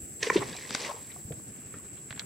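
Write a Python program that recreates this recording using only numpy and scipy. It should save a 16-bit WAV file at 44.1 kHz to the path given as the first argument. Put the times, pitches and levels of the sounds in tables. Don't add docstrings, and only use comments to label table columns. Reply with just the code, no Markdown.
import sys
import numpy as np
from scipy import signal
from scipy.fft import rfft, irfft
from scipy.io import wavfile

SR = 44100
rng = np.random.default_rng(int(sys.argv[2]) if len(sys.argv) > 2 else 0)


def generate_wav(sig):
    pcm = np.round(np.clip(np.atleast_2d(sig).T, -1, 1) * 32767).astype(np.int16)
    wavfile.write(sys.argv[1], SR, pcm)


N = 99225
T = np.arange(N) / SR

# time_s, level_db
SONG_LEVEL = [(0, -45), (0.3, -45.5), (0.7, -46.5), (1.1, -46.5), (2.25, -46.5)]
HISS_LEVEL = [(0, -51.5), (0.3, -54), (1.1, -53.5), (1.7, -56), (2.25, -57.5)]
SHIMMER_LEVEL = [(0, -80), (0.85, -71), (1.2, -62), (1.5, -73), (1.9, -88)]
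# time_s, level_db
BREEZE_LEVEL = [(0, -50), (0.25, -49), (0.48, -43), (0.58, -52), (0.92, -52.5), (1.35, -49), (1.6, -51),
                (2.25, -51)]
TRICKLE_LEVEL = [(0, -66.5), (0.95, -75), (1.13, -62), (1.2, -76), (1.4, -72), (1.55, -62.5), (1.9, -64),
                 (2.05, -70.5), (2.13, -58), (2.25, -60)]
SPRAY_LEVEL = [(0.185, -78), (0.205, -52.5), (0.224, -44.5), (0.234, -31.5), (0.262, -36.5), (0.285, -38),
               (0.322, -47), (0.34, -36), (0.372, -37.5), (0.40, -50), (0.46, -44.5), (0.56, -46.5),
               (0.66, -48), (0.755, -37.5), (0.78, -43.5), (0.81, -36.5), (0.865, -36.5), (0.92, -50.5),
               (0.98, -55.5), (1.2, -61.5), (1.3, -75)]
FROTH_LEVEL = [(0.37, -100), (0.39, -60), (0.41, -41), (0.43, -35.5), (0.445, -67), (0.55, -54), (0.6, -80),
               (0.87, -46.5), (0.895, -43.5), (0.915, -36.5), (0.93, -63), (0.97, -51), (1.02, -71)]
# pitch_hz, gain_db
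HISS_TONE = [(4000, -77), (5500, -12), (6400, 10.5), (6900, -32.5), (8000, 16.5), (8600, 7), (9600, 11),
             (10300, 8.5), (11000, 3), (13000, 5), (15800, 0)]
BREEZE_TONE = [(20, -32), (40, -13), (65, -3), (140, 3.5), (220, 0.5), (380, -3.5), (550, -13),
               (750, -16.5), (1000, -35), (1550, -21), (2200, -25), (3400, -30.5), (5500, -26),
               (16000, -53)]
SPRAY_TONE = [(120, -8), (250, 4), (400, 8.5), (520, 5.5), (760, -6), (1000, 1.5), (1300, -11.5),
              (1950, 2.5), (2950, -4.5), (4300, -4), (6000, -5.5), (7200, -12.5), (9000, -13),
              (12000, -24.5), (16000, -34)]
# pitch_hz, side_db
BREEZE_WIDTH = [(50, -16), (200, -13.5), (480, -9), (950, 12), (1900, -2.5), (8000, 0.5)]
SPRAY_WIDTH = [(200, -23), (500, -33), (1100, 0.5), (2300, -19), (4400, -17), (8000, 4.5)]
# start_s, pitch_hz, level_db, attack_s, fade_s
THUMPS = [(0.021, 74.5, -39.5, 0.015, 0.076), (0.358, 192, -26.5, 0.0082, 0.078),
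          (0.388, 122, -29.5, 0.0058, 0.076), (0.436, 134, -39, 0.0039, .11),
          (0.707, 221, -35, 0.0024, 0.041), (0.748, 268, -26.5, 0.0017, 0.013),
          (1.25, 98, -32, 0.0046, 0.054), (1.281, 202, -36.5, 0.0059, 0.043),
          (1.305, 141.7, -31.5, 0.006, 0.093), (1.307, 296, -38.5, 0.0015, 0.055),
          (1.304, 470, -39.5, 0.0053, 0.071), (1.33, 91, -36.5, 0.0046, 0.075),
          (1.657, 81, -44, 0.0054, 0.093), (2.109, 117, -36.5, 0.003, 0.065)]
# start_s, pitch_hz, level_db, attack_s, fade_s, glide_octaves_per_s, pan_db
AIR_POCKETS = [(0.226, 1910, -26, 0.0021, 0.036, -6, -3), (0.228, 437, -27, 0.003, 0.022, -9, 2.5),
               (0.2667, 458, -22, 0.0063, 0.046, -2.5, 1.5), (0.301, 440, -20, 0.004, 0.019, 6, 1),
               (0.3012, 986, -18, 0.0031, 0.034, 9, -6), (0.2999, 1464, -21, .001, 0.0081, -8, 15.5),
               (0.3, 1840, -13, 0.00059, 0.015, -3, -3), (0.3005, 2250, -18.5, 0.0022, 0.013, 1, 2.5),
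               (0.356, 336.5, -9, 0.0073, 0.02, 22.5, 1), (0.36, 1012, -31, 0.00096, 0.081, -5.5, -10),
               (0.371, 389, -28.5, 0.001, 0.2, -1, 1), (0.376, 523, -26, 0.0035, 0.032, 10, -2),
               (0.408, 1080, -33, 0.0011, 0.042, -2, -5), (0.414, 380, -28, 0.0028, 0.07, 6, -2),
               (0.423, 793, -32.5, 0.0049, 0.024, 46, -17), (0.893, 1030, -33, 0.0095, 0.037, 5, 7),
               (0.884, 540, -36, 0.012, 0.1, 6, 0), (0.942, 451, -36.5, 0.0037, 0.031, 3, -1),
               (1.161, 721, -46, 0.0022, 0.067, 0, 3), (1.793, 1086, -54, 0.0051, 0.021, 4, 14)]
# start_s, level_db, attack_s, fade_s, low_hz, high_hz, pan_db
SLAPS = [(0.227, -22.5, 0.0033, 0.026, 1770, 6470, -2), (0.267, -30.5, 0.0012, 0.043, 1600, 3250, 0),
         (0.301, -34, 0.00059, 0.015, 5800, 6700, -1), (0.361, -31, 0.0047, 0.12, 1420, 4000, 0),
         (0.7066, -27, 0.0012, 0.0061, 300, 6000, 1), (0.726, -37, 0.0014, 0.029, 1830, 6040, -4),
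         (0.7477, -20.5, 0.0016, 0.013, 1330, 7200, 4), (0.7485, -28, 0.0024, 0.012, 225, 1680, -3.5),
         (0.848, -31, 0.00023, 0.017, 1780, 2630, 7), (0.416, -37.5, 0.011, 0.037, 1570, 2320, 0),
         (0.528, -37.5, 0.00079, 0.013, 3000, 4800, 0), (0.5655, -34.5, 0.00054, 0.012, 3280, 6160, 0),
         (0.691, -43, 0.0036, 0.025, 400, 4000, 5)]
LAPS = [(1.097, -49.5, 0.0045, 0.047, 1780, 2410, 8), (1.112, -51.5, 0.0055, .04, 2100, 4460, 4),
        (1.303, -44, 0.003, 0.13, 400, 740, -5.5), (1.32, -49.5, 0.0013, 0.052, 920, 3600, -12.5),
        (1.396, -50, 0.00029, 0.016, 434, 1520, -3), (1.968, -57, 0.0023, 0.19, 1000, 4000, 4)]
# start_s, pitch_hz, level_db
DRIPS = [(0.32, 1930, -33), (0.327, 440, -30.5), (0.508, 2020, -40), (0.524, 480, -41), (0.530, 1650, -40),
         (0.542, 3900, -41), (0.551, 725, -39), (0.570, 2350, -37), (0.586, 1820, -43), (0.635, 1670, -45),
         (0.650, 1900, -39), (1.163, 1120, -47)]
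# pitch_hz, gain_db, fade_s
BOAT_NOTES = [(180, -43, 0.15), (440, -38, 0.014), (1374, -39.5, 0.022), (1830, -43.5, 0.018),
              (2250, -54, .016)]
TACKLE_NOTES = [(890, -13.5, 0.0027), (1650, -7.5, 0.0084), (2200, -5, 0.0041), (3360, -2, 0.0036),
                (4240, -3, 0.0043), (6900, -7, 0.0012)]
# start_s, gain_db, brightness_db_per_octave
CLICKS = [(2.1069, -27, -5), (2.1103, -32, -8), (2.1183, -41, 5), (2.1268, -31, -9), (2.163, -40, -3),
          (2.177, -34, -9), (2.195, -19.5, 5), (2.2025, -37.5, -10.5), (2.2097, -38, -6),
          (2.218, -38, -10.5)]


def from_db(db):
    return 10 ** (np.asarray(db) / 20)


def normalize(x):
    return x / np.sqrt(np.mean(x ** 2) + 1e-20)


def level(rows):
    return from_db(np.interp(T, *np.transpose(rows)))


def colour(x, points):
    hz, db = np.transpose(points)
    bins = np.maximum(np.fft.rfftfreq(N, 1 / SR), 1)
    return irfft(rfft(x) * from_db(np.interp(np.log(bins), np.log(hz), db)), N)


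def band(x, low_hz, high_hz, order=2):
    low = max(low_hz, 10)
    high = max(high_hz, 1.05 * low)
    return signal.sosfilt(signal.butter(order, [low, high], "band", fs=SR, output="sos"), x)


def widen(mid, side):
    return np.array([mid + side, mid - side])


def add(out, start_s, sound, pan_db=0):
    i = int(start_s * SR)
    out[:, i:i + sound.shape[-1]] += from_db([[pan_db / 2], [-pan_db / 2]]) * sound[..., :N - i]


def waver(depth, speed):
    return np.exp(depth * normalize(band(rng.standard_normal(N), speed / 3, speed, order=1)))


def strike(attack_s, fade_s):
    t = T[:SR // 3]
    rise = np.sin(np.pi / 2 * np.minimum(t / attack_s, 1)) ** 2
    return rise * from_db(-60 * np.maximum(t - attack_s, 0) / fade_s)


def drops(per_s, spread_db, cycles, low_hz, high_hz, pitches):
    sizes = from_db(spread_db * np.minimum(rng.exponential(1, N), 4))
    lands = rng.random(N) < per_s / SR
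    hits = sizes * lands * np.array([rng.choice([-1, 1], N), rng.standard_normal(N)])
    pitch_index = (pitches * rng.random(N) ** .7).astype(int)
    out = 0
    for k, hz in enumerate(np.geomspace(low_hz, high_hz, pitches)):
        decay = from_db(-60 * hz / (cycles * SR))
        feedback = [1, -2 * decay * np.cos(2 * np.pi * hz / SR), decay ** 2]
        out += signal.lfilter([1 - decay, 0, decay - 1], feedback, hits * (pitch_index == k) + 1e-18)
    return normalize(out)


def bubble(hz, attack_s, fade_s, octaves_per_s, wobble_hz=130):
    shape = strike(attack_s, fade_s)
    t = T[:len(shape)]
    pitch = hz * 2 ** (octaves_per_s * np.minimum(t, fade_s / 2))
    wobble = normalize(band(rng.standard_normal((2, len(t))), wobble_hz / 10, wobble_hz))
    swell, bend = .17 * wobble * np.minimum(t / 0.025, 1)
    return shape * (1 + swell) * np.sin(2 * np.pi * np.cumsum(pitch) / SR + bend)


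def ring(hz, fade_s):
    t = T[:SR // 3]
    return from_db(-60 * t / fade_s) * np.sin(2 * np.pi * hz * t)


def contact(rattle_db, fade_s):
    fade = from_db(-60 * T[:SR // 5] / fade_s)
    rattle = rng.standard_normal((2, len(fade))) * fade / np.linalg.norm(fade)
    return signal.unit_impulse(len(fade)) + from_db(rattle_db) * rattle


def insects(pitch_hz=7714, width_hz=480, ears_alike=0.046):
    mid, side, throb, buzz = rng.standard_normal((4, N))
    noise = widen(np.sqrt(1 + ears_alike) * mid, np.sqrt(1 - ears_alike) * side)
    song = band(noise, pitch_hz - width_hz / 2, pitch_hz + width_hz / 2)
    throb = 0.11 * normalize(band(throb, 1.07 * 12.2, 1.32 * 12.2))
    buzz = 0.054 * normalize(band(buzz, 0.93 * 114.3, 0.94 * 114.3))
    chorus = level(SONG_LEVEL) * normalize(song * (1 + throb + buzz))
    hiss = normalize(colour(rng.standard_normal((2, N)) + 0.22 * rng.standard_normal(N), HISS_TONE))
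    return chorus + level(HISS_LEVEL) * hiss * waver(depth=0.19, speed=30)


def shimmer():
    return level(SHIMMER_LEVEL) * normalize(band(rng.standard_normal((2, N)), 12000, 15000))


def breeze():
    mid, side = rng.standard_normal((2, N))
    wash = normalize(colour(widen(mid, colour(side, BREEZE_WIDTH)), BREEZE_TONE))
    return level(BREEZE_LEVEL) * wash * waver(depth=0.2, speed=9.6)


def trickle():
    mid, side = drops(per_s=5000, spread_db=3.7, cycles=16, low_hz=1050, high_hz=2700, pitches=14)
    return level(TRICKLE_LEVEL) * widen(mid, from_db(-6) * side) * from_db([[1.5], [-1.5]])


def thumps():
    out = np.zeros((2, N))
    for start, hz, db, attack, fade in THUMPS:
        add(out, start, from_db(db) * bubble(hz, attack, fade, octaves_per_s=1.2))
    return out


def spray():
    patter = drops(per_s=2600, spread_db=2.5, cycles=5.6, low_hz=380, high_hz=9700, pitches=24)
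    mist = from_db(-6.5) * rng.standard_normal((2, N))
    mid, side = patter + mist
    return level(SPRAY_LEVEL) * normalize(colour(widen(mid, colour(side, SPRAY_WIDTH)), SPRAY_TONE))


def gulps():
    out = np.zeros((2, N))
    for start, hz, db, attack, fade, glide, pan in AIR_POCKETS:
        add(out, start, from_db(db) * bubble(hz, attack, fade, glide), pan)
    return out


def splashes(rows, side_db):
    out = np.zeros((2, N))
    for start, db, attack, fade, low, high, pan in rows:
        shape = strike(attack, fade)
        bursts = shape * rng.standard_normal((2, len(shape)))
        mid, side = (normalize(band(burst, low, high, order=4)) for burst in bursts)
        side = side + 2.1 * np.diff(side, prepend=0)
        gain = from_db(db) * np.sqrt(np.mean(shape ** 2))
        add(out, start, gain * widen(mid, from_db(side_db) * side), pan)
    return out


def shore_echo(x, gain_db=-18, delay_s=0.014, fade_s=0.27):
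    t = T[:SR]
    scatter = band(rng.standard_normal((2, SR)), 590, 4000, order=1)
    tail = normalize(scatter * from_db(-60 * t / fade_s) * (t > delay_s)) / np.sqrt(SR)
    return from_db(gain_db) * signal.fftconvolve(x, tail, axes=1)[:, :N]


def drips():
    out = np.zeros((2, N))
    for start, hz, db in DRIPS:
        add(out, start, from_db(db) * bubble(hz, attack_s=0.0011, fade_s=0.037, octaves_per_s=3.7))
    return out


def froth():
    mid, side = drops(per_s=1800, spread_db=0.92, cycles=16, low_hz=540, high_hz=1164, pitches=14)
    return level(FROTH_LEVEL) * widen(mid, from_db(-8) * side)


def knock(start_s=1.7412):
    out = np.zeros((2, N))
    body = sum(from_db(db) * ring(hz, fade) for hz, db, fade in BOAT_NOTES)
    blow = contact(rattle_db=1, fade_s=0.15)[0]
    add(out, start_s, signal.fftconvolve(blow, body), pan_db=2)
    return out


def tackle():
    out = np.zeros((2, N))
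    centre_hz = np.median([hz for hz, _, _ in TACKLE_NOTES])
    for start, db, brightness in CLICKS:
        body = sum((-1) ** k * from_db(note_db + brightness * np.log2(hz / centre_hz)) * ring(hz, fade)
                   for k, (hz, note_db, fade) in enumerate(TACKLE_NOTES))
        tap = contact(rattle_db=-2.5, fade_s=0.035)
        add(out, start, from_db(db) * signal.fftconvolve(tap, body[None], axes=1), pan_db=-3)
    return out


def scene():
    splash = splashes(SLAPS, side_db=-17.5) + gulps() + spray() + drips() + froth()
    boat = thumps() + splashes(LAPS, side_db=-9) + trickle() + knock() + tackle()
    return splash + shore_echo(splash) + boat + insects() + shimmer() + breeze()


def record(dry):
    return signal.sosfiltfilt(signal.ellip(10, .05, 60, 15800, fs=SR, output="sos"), dry)


dry = scene()
out = record(dry)
generate_wav(out)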